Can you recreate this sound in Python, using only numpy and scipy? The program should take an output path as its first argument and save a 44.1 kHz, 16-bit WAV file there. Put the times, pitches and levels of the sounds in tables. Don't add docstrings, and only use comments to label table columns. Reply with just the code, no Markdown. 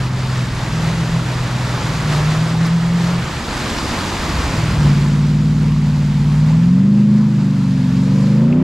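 import sys
import numpy as np
from scipy import signal
from scipy.fft import rfft, irfft, next_fast_len
from scipy.io import wavfile
from scipy.ndimage import uniform_filter1d, map_coordinates

SR = 44100
rng = np.random.default_rng(int(sys.argv[2]) if len(sys.argv) > 2 else 0)


def log_audio(samples):
    frames = np.atleast_2d(samples).T
    limited = np.clip(frames, -1, 1)
    pcm = np.round(limited * 32767).astype(np.int16)
    wavfile.write(sys.argv[1], SR, pcm)


N = 380583

# time in seconds, crankshaft speed in rpm.
ENGINE_SPEED = [(0.0, 2560.0), (0.3, 2565.0), (0.69, 2380.0), (1.1, 2495.0), (1.72, 2470.0), (2.15, 2230.0),
                (2.5, 2445.0), (3.14, 2600.0), (4.58, 2369.0), (4.92, 2135.0), (5.5, 2280.0), (6.2, 2168.0),
                (6.5, 2315.0), (6.9, 3043.0), (7.25, 3165.0), (7.42, 2990.0), (7.9, 2740.0), (8.35, 3060.0),
                (8.63, 3950.0)]
FIRINGS = [(1, .7), (-1, 1), (1, 1), (1, 1), (-1, 1), (1, 1), (-1, 1), (-1, 1)]
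# on in seconds, off in seconds, opening time in seconds,
# lift of the firing note in dB, lift of the lope in dB, lift of the rasp in dB.
THROTTLE_PUSHES = [(0.645, 1.198, .16, 11, -1, 6), (1.75, 3.18, 0.48, 12, 1, 5),
                   (2.425, 3.128, 0.31, 4.5, -6, 1.5), (4.1, 4.4, .15, 8, -7, 0),
                   (4.55, 4.85, 0.036, 8, 4.5, 5.5), (4.85, 5.667, 0.089, 1, 0.5, 8.5),
                   (6.14, 7.192, 0.51, 6, -0.5, 3), (7.8, 8.7, 0.36, 2, 1.5, 10.5)]
# multiple of the four-stroke cycle rate, relative level in dB.
NOTE_ORDERS = [(8, -15.5), (16, -42)]
# multiple of the cycle rate, relative level in dB.
LOPE_ORDERS = [(3, -22), (4, -35), (5, -18), (6, -18.5), (7, -32.5), (9, -23.5), (10, -42.5), (11, -21),
               (12, -34), (13, -26), (14, -33)]
# multiple of the cycle rate, relative level in dB.
GROWL_ORDERS = [(15, -4), (17, -5.5), (18, 0), (19, 2), (20, 0), (21, -1), (22, 2.5), (23, -8.5),
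                (25, -1.5), (26, 0), (29, -13.5), (30, -11), (31, -22), (33, -7), (35, -12), (38, -7),
                (41, 1.5)]
# frequency in Hz, gain in dB.
PIPE_RESPONSE = [(56, -6), (68, -9.5), (78, -20), (92, -14.5), (110, -11.5), (130, 0), (150, 0),
                 (185, -2.5), (210, -2), (255, -1), (272, -7), (292, -21.5), (335, -9.5), (400, -8.5),
                 (460, -20)]
# frequency in Hz, gain in dB.
WATER_MUFFLE = [(60, -5), (100, -3), (122, 0.5), (165, -5), (225, -16)]
# frequency in Hz, relative level in dB per Hz.
RASP_COLOUR = [(150, -29), (280, 10), (400, -1.5), (480, -2), (560, -0.5), (680, -14.5), (950, -7),
               (1200, -14.5), (1550, -21), (2000, -25), (5000, -46), (12000, -75)]
# time in seconds, rumble level in dB.
RUMBLE_LEVEL = [(0, -30), (1.7, -31), (2.6, -35), (3.1, -29.5), (4.5, -25.5), (5.1, -45), (6.5, -32),
                (7.4, -42), (8.63, -37)]
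# frequency in Hz, relative level in dB per Hz.
RUMBLE_COLOUR = [(12, -29), (24, -6), (34, 6.5), (62, 4), (95, 5), (130, -7), (250, -53)]
# frequency in Hz, relative level in dB per Hz.
SLOSH_COLOUR = [(70, -23), (110, -1.5), (170, -2), (250, -5.5), (310, -8), (370, -9.5), (460, -36),
                (900, -61)]
# time in seconds, relative foam level in dB, relative spray level in dB.
WHITE_WATER_LEVELS = [(0.04, -29.5, -35.5), (0.11, -32.5, -39.5), (0.2, -30, -35.5), (0.99, -28.5, -34),
                      (1.21, -29, -35), (2.21, -26.5, -32), (2.93, -30.5, -36.5), (3.0, -27.5, -32.5),
                      (3.24, -28.5, -34.5), (3.7, -25.5, -29.5), (4.56, -25.5, -31), (5.46, -36, -40.5),
                      (6.4, -34.5, -39.5), (6.87, -39.5, -45.5), (8.26, -36.5, -40), (8.62, -37.5, -51)]
# time of the peak in seconds, lift in dB.
CRESTS = [(0.36, 1), (0.87, 2.5), (1.88, 1.5), (2.13, 3), (2.33, 1.5), (2.66, 1.5), (4.86, 0.5),
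          (5.05, 0.5)]
# frequency in Hz, relative level in dB per Hz.
FOAM_COLOUR = [(150, -7), (300, 3), (420, 0.5), (600, 2), (770, 0), (930, 0), (1300, -0.5), (1800, -3),
               (2600, -7.5), (4000, -13.5), (9000, -60)]
# frequency in Hz, relative level in dB per Hz.
RUNOFF_COLOUR = [(250, -8.5), (450, 2), (620, -1), (760, -2.5), (950, 0), (1200, -3), (1900, -6),
                 (2600, -9), (4000, -17.5), (9000, -48)]
# frequency in Hz, relative level in dB per Hz.
SPRAY_COLOUR = [(800, -23), (1800, 0.5), (2800, -5), (3800, -2), (4900, -1), (5600, -4.5), (7500, -5.5),
                (8100, -10.5), (10800, -16.5), (12200, -17), (13300, -25), (15500, -64)]
# start in seconds, initial level in dB, centre frequency in Hz.
SPLATS = [(2.654, -31, 5500), (2.664, -41, 11000), (3.785, -26.5, 5300), (8.526, -29, 2500)]
# time in seconds, level in dB.
ARCH_LEVEL = [(3.1, -61), (3.55, -28), (3.9, -29), (4.6, -28), (5.2, -35), (5.6, -67)]
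# frequency in Hz, relative level in dB per Hz.
ARCH_COLOUR = [(120, -23), (210, 6), (280, 4.5), (350, 0), (440, -23), (800, -47.5)]
# time in seconds, level in dB.
GLUG_LEVEL = [(3.9, -66), (4.2, -22.5), (4.5, -26.5), (4.8, -19.5), (4.95, -33), (5.15, -57)]
# frequency in Hz, relative level in dB per Hz.
GLUG_COLOUR = [(20, -14), (36, -7), (58, 4.5), (75, 9), (110, -23), (220, -59)]
# frequency in Hz, left-right correlation.
LIKENESS = [(40, .997), (150, .997), (300, .97), (700, .9), (1400, .89), (2800, .74), (5600, .87),
            (9500, .93), (13000, .6)]
# frequency in Hz, left minus right in dB.
PORT_DIFFERENCE = [(300, 0), (700, -.7), (2500, -.5), (5500, .4), (9000, 1.3), (13000, -.2)]

BANK_LAG = .05
PUSH_FALL_S = 0.12
DROWN_S, RISE_S, DROWN_TAKES_S, RISE_TAKES_S, DROWN_DB = 3.16, 4.04, .26, 0.57, -15.5
PIPE_CLEARS_FROM_S, PIPE_CLEARS_TO_S = 4.76, 4.9
WHEELS_CLEAR_FROM_S, WHEELS_CLEAR_TO_S = 3.3, 6.5
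NOTE_WET_DB = -9
FLUTTER_WET, FLUTTER_DRY = .16, .045
RASP_DB, RASP_WET_DB, RASP_DB_PER_OCTAVE = -43.5, -1, 13.5
FULL_REV_HZ = 33
GROWL_DB, ROAR_DB = -2.5, 6.5
SLOSH_DB, SLOSH_ASHORE_DB = -29, -30
CREST_RISE_S, CREST_FALL_S = 0.076, 0.092
TOP_HZ = 15700


def amp(db):
    return 10 ** (np.asarray(db) / 20)


def unit(x):
    return x / np.sqrt(np.mean(x ** 2) + 1e-20)


def along(points, hz):
    point_hz, value = np.transpose(points)
    return np.interp(np.log(hz + 1), np.log(point_hz + 1), value)


def curves(rows):
    s, *columns = np.transpose(rows)
    return [np.interp(np.arange(N) / SR, s, column) for column in columns]


def ramp(start, end):
    return np.clip((np.arange(N) / SR - start) / max(end - start, 1e-3), 0, 1)


def held(on, off, rise, fall):
    return ramp(on, on + rise) - ramp(off, off + fall)


def wobble(rate):
    knots = rng.standard_normal(int(N * rate / SR) + 4)
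    coarse = np.arange(0, N, 32)
    smooth = map_coordinates(knots, [coarse * rate / SR])
    return np.interp(np.arange(N), coarse, smooth)


def filtered(x, response):
    size = next_fast_len(N + SR // 4)
    spectrum = rfft(x, size) * response(np.fft.rfftfreq(size, 1 / SR))
    return irfft(spectrum, size)[..., :N]


def patchy(depth_db):
    z = signal.stft(rng.standard_normal((2, N)), nperseg=512)[2]
    field = uniform_filter1d(rng.standard_normal(z.shape[1:]), size=7, axis=0)
    field = uniform_filter1d(field, size=9, axis=1)
    noise = signal.istft(z * amp(depth_db * unit(field)), nperseg=512)[1]
    return unit(noise[:, :N])


def placed(pair, colour):
    def mid_side_gain(hz):
        angle = np.arccos(np.clip(along(LIKENESS, hz), -1, 1)) / 2
        return amp(along(colour, hz)) * np.array([np.cos(angle), np.sin(angle)])

    mid, side = filtered(pair, mid_side_gain)
    return unit(np.array([mid + side, mid - side]))


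def bubbles(count, low_hz, high_hz, cycles, scatter_db, rise, size):
    when, pitch, chance, place = rng.random((count, 4)).T[:, :, None]
    bubble_hz = low_hz * (high_hz / low_hz) ** pitch
    age = bubble_hz * np.arange(size) / SR / cycles
    strength = amp(-scatter_db * np.log(np.maximum(chance, .004)))
    ring = strength * np.exp(-age) * np.sin(2 * np.pi * cycles * age * (1 + rise * age))
    at = ((when * N).astype(int) + np.arange(size)).ravel()
    mid_side_weights = (1, 2 * place - 1)
    return np.array([unit(np.bincount(at, (ring * w).ravel(), N)[:N]) for w in mid_side_weights])


def timing(order):
    bank, strength = np.transpose(FIRINGS)
    arrival = (np.arange(len(bank)) + BANK_LAG * bank) / len(bank)
    return np.angle(np.sum(strength * np.exp(-2j * np.pi * order * arrival)))


def tones(orders, shade_db, angle, cycle_hz, flutter, spread=0):
    wave = 0
    for order, db in orders:
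        k = round(order)
        phase = k * angle + timing(k) + spread * rng.standard_normal() + flutter * wobble(22)
        level = amp(db + shade_db(k * cycle_hz)) * (1 + flutter * wobble(22))
        wave = wave + level * np.cos(phase)
    return np.sqrt(2) * wave


def exhaust_rasp(angle, cycle_hz):
    growl = tones(GROWL_ORDERS, lambda hz: along(RASP_COLOUR, hz), angle, cycle_hz, flutter=.1, spread=2)
    puffs = amp(8.5 * np.cos(angle + 2) + 5 * np.cos(8 * angle))
    gas = placed(puffs * patchy(depth_db=-2.7), RASP_COLOUR)
    gas = filtered(gas, lambda hz: amp(along([(500, -10), (1100, 2)], hz)))
    roar = placed(rng.standard_normal((2, N)), SLOSH_COLOUR)
    return gas + amp(GROWL_DB) * growl + amp(ROAR_DB) * roar


def exhaust():
    cycle_hz = curves(ENGINE_SPEED)[0] / 120
    angle = 2 * np.pi * np.cumsum(cycle_hz) / SR
    wet = 1 - ramp(PIPE_CLEARS_FROM_S, PIPE_CLEARS_TO_S)
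    note_lift_db, lope_lift_db, rasp_lift_db = sum(
        np.outer(lifts, held(on, off, rise, PUSH_FALL_S)) for on, off, rise, *lifts in THROTTLE_PUSHES)

    flutter = FLUTTER_DRY + wet * (FLUTTER_WET - FLUTTER_DRY)
    pipe_db = lambda hz: along(PIPE_RESPONSE, hz) + wet * along(WATER_MUFFLE, hz)
    note = tones(NOTE_ORDERS, pipe_db, angle, cycle_hz, flutter)
    note = amp(note_lift_db + wet * NOTE_WET_DB) * note
    lope = amp(lope_lift_db) * tones(LOPE_ORDERS, pipe_db, angle, cycle_hz, flutter)

    speed_db = RASP_DB_PER_OCTAVE * np.log2(cycle_hz / FULL_REV_HZ)
    rasp_db = RASP_DB + rasp_lift_db + wet * RASP_WET_DB + speed_db
    rasp = amp(rasp_db) * exhaust_rasp(angle, cycle_hz)
    drowned = held(DROWN_S, RISE_S, DROWN_TAKES_S, RISE_TAKES_S)
    return amp(DROWN_DB * drowned) * (note + lope + rasp)


def rumble():
    return amp(curves(RUMBLE_LEVEL)[0]) * placed(rng.standard_normal((2, N)), RUMBLE_COLOUR)


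def slosh():
    level_db = SLOSH_DB + ramp(WHEELS_CLEAR_FROM_S, WHEELS_CLEAR_TO_S) * (SLOSH_ASHORE_DB - SLOSH_DB)
    gulps = bubbles(count=2400, low_hz=120, high_hz=450, cycles=3, scatter_db=1, rise=.03, size=1900)
    return amp(level_db) * placed(rng.standard_normal((2, N)) + .5 * gulps, SLOSH_COLOUR)


def white_water():
    foam_db, spray_db = curves(WHITE_WATER_LEVELS)
    surge = wobble(14)
    crest_db = sum(db * held(s - CREST_RISE_S, s, CREST_RISE_S, CREST_FALL_S) for s, db in CRESTS)
    fizz = bubbles(count=8000, low_hz=800, high_hz=3500, cycles=7, scatter_db=2.2, rise=.02, size=500)
    drops = bubbles(count=38000, low_hz=2400, high_hz=11000, cycles=3.5, scatter_db=2.4, rise=.02, size=130)
    froth = patchy(depth_db=.8) + 0.18 * fizz
    ashore = ramp(WHEELS_CLEAR_FROM_S, WHEELS_CLEAR_TO_S)
    foam = (1 - ashore) * placed(froth, FOAM_COLOUR) + ashore * placed(froth, RUNOFF_COLOUR)
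    foam = amp(foam_db + 1.0 + 0.67 * surge) * foam
    spray = placed(patchy(depth_db=0.75) + .5 * drops, SPRAY_COLOUR)
    spray = amp(spray_db + 0.85 + .5 * surge) * spray
    return amp(crest_db) * (foam + spray)


def splats():
    out, t = np.zeros(N), np.arange(N) / SR
    for s, db, centre_hz in SPLATS:
        resonance = lambda hz: 1 / (1 + ((hz - centre_hz) / (0.13 * centre_hz)) ** 2)
        burst = unit(filtered(rng.standard_normal(N), resonance))
        decay = amp(db - 60 * np.abs(t - s) / 0.05)
        out += burst * (t >= s) * decay
    return out


def wheel_arches():
    return amp(curves(ARCH_LEVEL)[0]) * placed(rng.standard_normal((2, N)), ARCH_COLOUR)


def glugs():
    return amp(curves(GLUG_LEVEL)[0]) * placed(rng.standard_normal((2, N)), GLUG_COLOUR)


def scene():
    return exhaust() + rumble() + slosh() + white_water() + splats() + wheel_arches() + glugs()


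def record(dry):
    lag_samples = .55
    half = np.array([[.5], [-.5]])

    def ports(hz):
        delay = np.exp(-2j * np.pi * hz * half * lag_samples / SR)
        return amp(half * along(PORT_DIFFERENCE, hz)) * delay * (hz < TOP_HZ)

    soft_ends = signal.windows.tukey(N, .0007)
    return filtered(dry * soft_ends, ports)


dry = scene()
out = record(dry)
log_audio(out)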